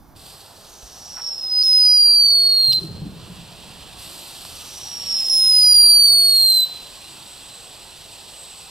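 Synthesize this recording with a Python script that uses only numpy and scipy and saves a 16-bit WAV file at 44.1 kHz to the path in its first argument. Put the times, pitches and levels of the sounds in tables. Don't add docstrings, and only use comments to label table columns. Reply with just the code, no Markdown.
import sys
import numpy as np
from scipy import signal
from scipy.fft import rfft, irfft, next_fast_len
from scipy.io import wavfile
from scipy.ndimage import uniform_filter1d

SR = 44100
rng = np.random.default_rng(int(sys.argv[2]) if len(sys.argv) > 2 else 0)


def field_ratio(decibels):
    return 10 ** (np.asarray(decibels, dtype=float) / 20)


def output_pcm(signal):
    pcm = np.clip(np.atleast_2d(signal).T, -1, 1) * 32767
    wavfile.write(sys.argv[1], SR, np.round(pcm).astype(np.int16))


N = 383669
TIME = np.arange(N) / SR


def evened(x):
    return x / np.sqrt(np.mean(np.abs(x) ** 2) + 1e-20)


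def read(points, hz):
    f, value = np.transpose(points)
    return np.interp(np.log(hz + 1), np.log(f + 1), value)


def per_hz(colour, lo_hz, hi_hz):
    hz = np.arange(lo_hz, hi_hz)
    return -10 * np.log10(np.sum(field_ratio(read(colour, hz)) ** 2))


def wander(count, hz):
    r = np.exp(-2 * np.pi * hz / SR)
    steps = rng.standard_normal((count, 2)) @ [1, 1j]
    return evened(signal.lfilter([1], np.convolve([1, -r], [1, -r]), steps))


# f/Hz, likeness/0-1
PORT_LIKENESS = [(60, 0.62), (150, 0.88), (380, 0.73), (950, 0.89), (2380, 0.84), (5980, 1), (15000, 1)]


def noise(field_db, size, patchy_db, flicker_db):
    hop = size // 4
    hz = np.fft.rfftfreq(size, 1 / SR)[:, None]
    t = np.arange(N // hop + 5) * hop / SR
    a, b, c, d, patches = rng.standard_normal((len(t), len(hz), 5)).T
    patches = evened(uniform_filter1d(uniform_filter1d(patches, 6, 0), 16, 1))
    flicker = evened(uniform_filter1d(rng.standard_normal(len(t)), 4))
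    same = np.clip(read(PORT_LIKENESS, hz), 0, 1)
    left, other = a + 1j * b, c + 1j * d
    z = np.array([left, same * left + np.sqrt(1 - same ** 2) * other])
    level_db = field_db(hz, t) + patchy_db * patches + flicker_db * flicker
    z *= field_ratio(level_db) * np.sqrt(SR / size * 3 / 2)
    return signal.istft(z, nperseg=size, noverlap=size - hop)[1][:, :N]


# t/s, f/Hz, level/dB
KINDLE = [
    [(.45, 6300, -70.5), (.75, 6150, -49), (1.0, 5770, -44), (1.15, 5570, -35.5), (1.29, 5450, -26),
     (1.36, 5340, -30), (1.45, 5120, -28.5), (1.52, 5056, -21), (1.628, 5000, -12.5)],
    [(4.3, 6200, -67.5), (4.6, 5900, -48), (4.82, 5720, -37.5), (5.05, 5510, -30.5), (5.13, 5450, -20.5),
     (5.236, 5190, -20.5), (5.242, 5350, -23), (5.289, 5200, -19.5)],
]
# t/s, f/Hz, level/dB
SING = [
    [(1.634, 5253, -16.5), (1.732, 5036, -12), (1.738, 5087, -12), (2.09, 4730, -11), (2.4, 4400, -14),
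     (2.69, 4204, -15), (2.725, 4124, -13.5), (2.798, 4090, -20)],
    [(5.294, 5380, -16), (5.33, 5290, -15.5), (5.8, 4764, -9), (6.27, 4360, -13.5), (6.5, 4158, -13.5),
     (6.6, 4030, -14.5), (6.645, 4020, -17), (6.668, 4023, -29.5), (6.84, 4030, -45)],
]
# level/dB, level/dB, flame falters t/s
STEEPEN = [
    (-21.5, -31.5, 2.745),
    (-13, -22.5, 6.63),
]
STEEP_PER_DB = (0.42, -0.3)
STEEP_DB_PER_KHZ = (-1.5, -11)
# t/s, depth/dB, pitch sag/Hz, length/s
CHOKES = [(1.631, 18, 750, .0022), (1.735, 4, 260, .0015), (2.486, 6, 40, .003), (2.727, 9, 100, .005),
          (2.741, 6, -200, .002), (5.162, 5, 80, .003), (5.218, 6, 100, .002), (5.227, 6, 100, .002),
          (5.239, 10, 250, .002), (5.28, 9, 120, .003), (5.2925, 22, 60, .0028), (5.322, 3, 130, .002),
          (5.405, 3, 110, .002), (5.53, 4, 170, .0025), (5.739, 12, 300, .0025), (6.535, 4, 50, .003),
          (6.614, 5, 60, .003)]
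# row of level/dB, row of lock/0-1
LOCKING = (-38, -29, -19), (0, .72, .97)
# row of level/dB, row of wide share/0-1
NARROWING = (-45, -34), (1, .01)


def whistle(kindle, sing, steepen):
    s, hz, db = np.transpose(list(kindle) + list(sing))
    t = TIME[round(s[0] * SR):round(s[-1] * SR)]
    count, sing_s, falter_s = len(t), sing[0][0], steepen[2]
    tube_hz, tone_db = np.interp(t, s, hz), np.interp(t, s, db)

    at, depth_db, sag_hz, length_s = np.transpose(CHOKES)[:, :, None]
    choke_db = (depth_db * np.exp(-((t - at) / length_s) ** 2)).sum(0)
    sag = np.exp(-((t - at + 0.0013) / length_s) ** 2)
    pitch_hz = tube_hz - (sag_hz * sag).sum(0)
    for depth_hz, rate_hz in ((14, 14), (9, 100), (12, 370)):
        pitch_hz = pitch_hz + depth_hz * wander(count, rate_hz).real

    lock = np.where(t > sing_s, 0.99, np.interp(tone_db, *LOCKING))
    wide = np.interp(tone_db, *NARROWING)
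    hum = np.sqrt(1 - wide) * wander(count, 140) + np.sqrt(wide) * wander(count, 620)
    wave = (np.sqrt(lock) + np.sqrt(1 - lock) * hum) * field_ratio(-choke_db)
    phase = 2 * np.pi * np.cumsum(pitch_hz) / SR + np.angle(wave)

    soft_db = -5 * ((t < sing_s) + 2.5 * np.clip((t - falter_s) / 0.042, 0, 1))
    levels_db = [tone_db]
    for under_db, grow, tilt in zip(steepen, STEEP_PER_DB, STEEP_DB_PER_KHZ):
        steep_db = under_db + grow * (tone_db + 12) + tilt * (tube_hz - 4600) / 1000
        levels_db.append(tone_db + steep_db + soft_db)
    tone = np.zeros(count)
    for k, level_db in enumerate(levels_db, 1):
        tone += field_ratio(level_db) * lock ** (k - 1) * abs(wave) ** k * np.sin(k * phase)
    out = np.zeros(N)
    out[round(s[0] * SR):][:count] = np.sqrt(2) * tone * np.clip((t[-1] - t) / 0.0053, 0, 1)
    return out


def street(x):
    t = np.arange(SR) / SR
    taps = rng.standard_normal((2, SR)) * (rng.random((2, SR)) < .4)
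    taps[1] = 0.52 * taps[0] + 0.5 * taps[1]
    decay = field_ratio(-60 * t / .28) + field_ratio(-16 - 60 * t / 1.15)
    taps *= decay * np.clip((t - .015) / .03, 0, 1)
    dull = signal.lfilter(*signal.butter(N=2, Wn=9000, fs=SR), taps)
    return signal.fftconvolve(x[None], dull / np.linalg.norm(taps[0]), axes=1)[:, :N]


# f/Hz, level/dB per Hz
JET_COLOUR = [(880, -41.5), (1500, -29.5), (1610, -9), (2200, -17), (2580, -6.5), (3600, -3.5), (4020, -3),
              (4350, -1.5), (6640, -11), (8000, -1), (10600, -12.5), (13100, -13), (14600, -24),
              (15800, -36.5)]
# centre f/Hz, low f/Hz, high f/Hz
JET_BANDS = [
    (2850, 2400, 3300),
    (4750, 4300, 5200),
    (7350, 7000, 7700),
    (12300, 11300, 13500),
]
# t/s, level/dB
FOUNTAIN = [(.16, -62), (1.5, -61.5), (1.9, -57), (2.9, -54.5), (3.1, -56), (3.3, -51), (3.8, -49),
            (4.8, -48.5), (5.2, -45.5), (5.35, -53), (6.55, -57.5), (6.7, -48), (7.6, -50), (8.7, -50.5)]
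# t/s, level/dB
FLAME = [
    [(.16, -62), (.28, -56), (.5, -61.5), (1.5, -60.5), (1.68, -51.5), (2.1, -56), (2.7, -57), (2.83, -58),
     (2.92, -74)],
    [(3.92, -79), (4.0, -53.5), (4.5, -54), (4.9, -56), (5.25, -53), (5.35, -49.5), (5.9, -51.5),
     (6.62, -51), (6.7, -68.5)],
]
FOUNTAIN_DB = (0, -1, -7, -11)
FLAME_DB = [(0, 7.6, -1.5, 1), (0, 6, -.3, 1.7)]


def jet():
    ripen_db_per_s, ripen_hz = 0.68, 6000

    def balance(hz, row_db):
        log_centres = np.log(np.array(JET_BANDS)[:, 0])
        levels_db = [db + per_hz(JET_COLOUR, lo, hi) for db, (_, lo, hi) in zip(row_db, JET_BANDS)]
        return field_ratio(np.interp(np.log(hz + 1), log_centres, levels_db))

    def field(hz, t):
        ripe_db = ripen_db_per_s * (t - 7) * np.clip(np.log2(hz / ripen_hz + .01) + 1, 0, 1)
        fountain_db = np.interp(t, *np.transpose(FOUNTAIN)) + ripe_db
        power = (balance(hz, FOUNTAIN_DB) * field_ratio(fountain_db)) ** 2
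        for flame, row_db in zip(FLAME, FLAME_DB):
            flame_db = np.interp(t, *np.transpose(flame), -120, -120)
            power = power + (balance(hz, row_db) * field_ratio(flame_db)) ** 2
        return read(JET_COLOUR, hz) + 10 * np.log10(power) - np.clip((2000 - hz) / 40, 0, 60)

    hiss = noise(field, size=512, patchy_db=0.75, flicker_db=0.86)
    return hiss * np.clip((TIME - .15) / 0.0033, 0, 1)


# t/s, length/s, level/dB, low f/Hz, high f/Hz
SPITS = [
    (1.158, .06, -43, 1350, 2400),
    (1.158, .06, -50, 650, 1300),
    (2.719, .018, -29, 2800, 5100),
    (2.718, .022, -41, 11000, 14800),
    (2.735, .022, -45, 11000, 14500),
    (2.72, .028, -45, 7200, 10000),
    (2.722, .022, -53, 800, 2200),
    (4.4517, .0006, -39, 700, 10500),
    (1.63, .012, -50, 2500, 14000),
    (6.601, .01, -46, 5000, 15000),
]


def spits():
    out = np.zeros(N)
    for s, length_s, db, lo, hi in SPITS:
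        shape = signal.windows.tukey(round(length_s * SR), .5)
        puff = np.pad(rng.standard_normal(len(shape)) * shape, (0, 300))
        band = signal.butter(N=3, Wn=[lo, hi], btype="band", fs=SR, output="sos")
        puff = signal.sosfilt(band, puff)
        out[round(s * SR):][:len(puff)] += field_ratio(db) * evened(puff)
    return out + .7 * np.roll(out, 10)


# f/Hz, width/Hz, level/dB
SPENT = [
    (4030, 87.3, -58),
    (8000, 320, -51.5),
]


def spent():
    spent_s = 6.7
    hum = np.zeros(N)
    for hz, width_hz, db in SPENT:
        fuzzy = (wander(N, width_hz) * np.exp(2j * np.pi * hz * TIME)).real
        hum += field_ratio(db + 5 * wander(N, 4.5).real) * fuzzy * np.sqrt(2)
    return hum * np.clip((TIME - spent_s) / 0.151, 0, 1)


# t/s, peak level/dB, f/Hz, t60/s
THUDS = [(0.829, -36.5, 52.4, 0.21), (2.68, -32, 51.6, 0.19), (2.678, -27, 138, 0.18),
         (2.768, -36, 75, 0.24), (2.815, -26.5, 159, 0.24), (2.838, -26.5, 157, 0.15),
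         (2.889, -27.5, 133.5, 0.094), (2.908, -27, 169, 0.15), (2.948, -27.5, 101, 0.097),
         (2.99, -27, 118.6, 0.17), (3.015, -20.5, 154, 0.11), (3.061, -19, 196, 0.081),
         (3.108, -46, 191, 0.15), (3.16, -28, 156, 0.14), (3.228, -37.5, 111.5, 0.14),
         (3.296, -36.5, 181, 0.13), (3.381, -33.5, 155, 0.098), (3.439, -44, 165.4, 0.16),
         (5.757, -40.5, 142, 0.29), (6.127, -36.5, 99, 0.12), (6.429, -37, 51.5, 0.15)]
# t/s, peak level/dB, f/Hz, t60/s
KNOCKS = [
    (2.81, -33.5, 387.6, 0.17),
    (2.835, -30, 326.8, 0.16),
    (2.89, -37, 407, 0.19),
    (3.05, -31, 297, .15),
    (3.3, -30, 169, .15),
]


def thuds():
    out, t = np.zeros(N), np.arange(6000) / SR
    for s, db, hz, t60_s in list(THUDS) + list(KNOCKS):
        decay = field_ratio(db - 0.5 - 60 * t / t60_s)
        out[round(s * SR):][:len(t)] += np.sin(2 * np.pi * hz * t) * decay * np.clip(t / 0.0049, 0, 1)
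    return out


# t/s, level/dB
ROLL = [
    (2.66, -40),
    (2.718, -38.5),
    (3.038, -30),
    (3.458, -42.5),
    (4.3, -54.5),
]
# f/Hz, level/dB per Hz
ROLL_COLOUR = [(18, -38.5), (30, -10.5), (167, -2), (245, -13.5), (356, -14), (583, -22), (633, -29),
               (800, -27), (1040, -55), (1760, -120)]


def roll_db(hz, t):
    s, db = np.transpose(ROLL)
    upper_db = -0.9 * np.clip((hz - 200) / 100, 0, 1)
    level_db = np.interp(t, s, db - 4.5, -120, -120)
    return read(ROLL_COLOUR, hz) + per_hz(ROLL_COLOUR, 50, 450) + level_db + upper_db - 60 * (hz > 800)


# t/s, swell/dB
TRAFFIC = [(0, 3.5), (.6, -3), (1, -1.5), (1.6, -2), (3.2, -2.5), (3.9, 3), (5.9, 1.5), (6.8, 0),
           (8.7, -3.5)]
# f/Hz, level/dB per Hz
RUMBLE_COLOUR = [(8.8, -55), (15, -15), (43, -3.5), (75, -5), (137, -5.5), (291, -11), (500, -10),
                 (650, -39), (1100, -120)]
# f/Hz, level/dB per Hz
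WASH_COLOUR = [(150, -45), (250, -15), (340, -4.5), (420, -6.5), (798, -3), (1600, -12), (2300, -22.5),
               (2990, -50), (5060, -120)]


def traffic_db(hz, t):
    rumble_db, wash_db, wash_share = -53, -52.5, 0.38
    swell_db = np.interp(t, *np.transpose(TRAFFIC))
    rumble = read(RUMBLE_COLOUR, hz) + per_hz(RUMBLE_COLOUR, 30, 300) + rumble_db + swell_db
    wash = read(WASH_COLOUR, hz) + per_hz(WASH_COLOUR, 600, 1200) + wash_db + wash_share * swell_db
    wash = wash - 9 * np.clip(1 - t / 0.32, 0, 1)
    return rumble - 60 * (hz > 330), wash - 60 * (hz <= 330)


# f/Hz, level/dB per Hz
NIGHT = [(880, -40), (1500, -20.5), (5090, -12), (6130, -11.5), (7110, -21), (14600, -13.5), (15800, -29)]


def town():
    night_db = -62

    def field(hz, t):
        night = read(NIGHT, hz) + per_hz(NIGHT, 1500, 15900) + night_db - 60 * (hz < 1500)
        rumble, wash = traffic_db(hz, t)
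        return 10 * np.log10(sum(field_ratio(db) ** 2 for db in (night, rumble, wash, roll_db(hz, t))))

    return noise(field, size=2048, patchy_db=1.5, flicker_db=0.2)


def scene():
    direct = sum(whistle(*charge) for charge in zip(KINDLE, SING, STEEPEN)) + spits()
    return direct + field_ratio(-14.5) * street(direct) + jet() + spent() + thuds() + town()


def masked(x):
    mask_db, slope_db_per_khz = 28, 13.5
    hz, t, z = signal.stft(x, SR, nperseg=2048)
    bands = z[:, :1024].reshape(2, 64, 16, -1)
    index = np.arange(64)[:, None]
    level_db = 10 * np.log10((abs(bands) ** 2).sum((0, 2)) + 1e-20)
    fade_db = slope_db_per_khz * index * 16 * hz[1] / 1000
    reach_db = np.maximum.accumulate(level_db + fade_db, 0) - fade_db - mask_db
    reach_db = np.roll(reach_db, shift=2, axis=0)
    reach_db = reach_db + 3.8 * rng.standard_normal(reach_db.shape)
    keep = (level_db > reach_db) | (index < 15)
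    z[:, :1024] = (bands * keep[:, None]).reshape(2, 1024, -1)
    return signal.istft(z, SR, nperseg=2048)[1][:, :N]


def top_cut(x):
    return signal.sosfilt(signal.butter(12, 15940, fs=SR, output="sos"), x)


# f/Hz, left over right/dB
TILT = [(60, -3.5), (120, 1), (240, -1.5), (480, -3), (950, -7), (1890, -2), (3770, -3), (7520, -1),
        (15000, 5)]
# f/Hz, lead/rad
LEAD = [(0, 0.48), (1210, 0.21), (2150, -0.63), (2930, -0.7), (3880, -0.4), (4480, -0.88), (4740, -0.51),
        (5940, -0.8), (6290, -1.1), (7410, -0.73), (7750, -0.76), (8610, -0.72), (9040, 0.67),
        (15500, -0.0)]


def record(dry):
    size = next_fast_len(N)
    hz = np.fft.rfftfreq(size, 1 / SR)
    half = field_ratio(read(TILT, hz) / 2) * np.exp(.5j * read(LEAD, hz))
    ports = irfft(rfft(dry, size) * np.array([half, 1 / half]), size)[:, :N]
    mix = masked(ports)
    return top_cut(mix)


dry = scene()
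out = record(dry)
output_pcm(out)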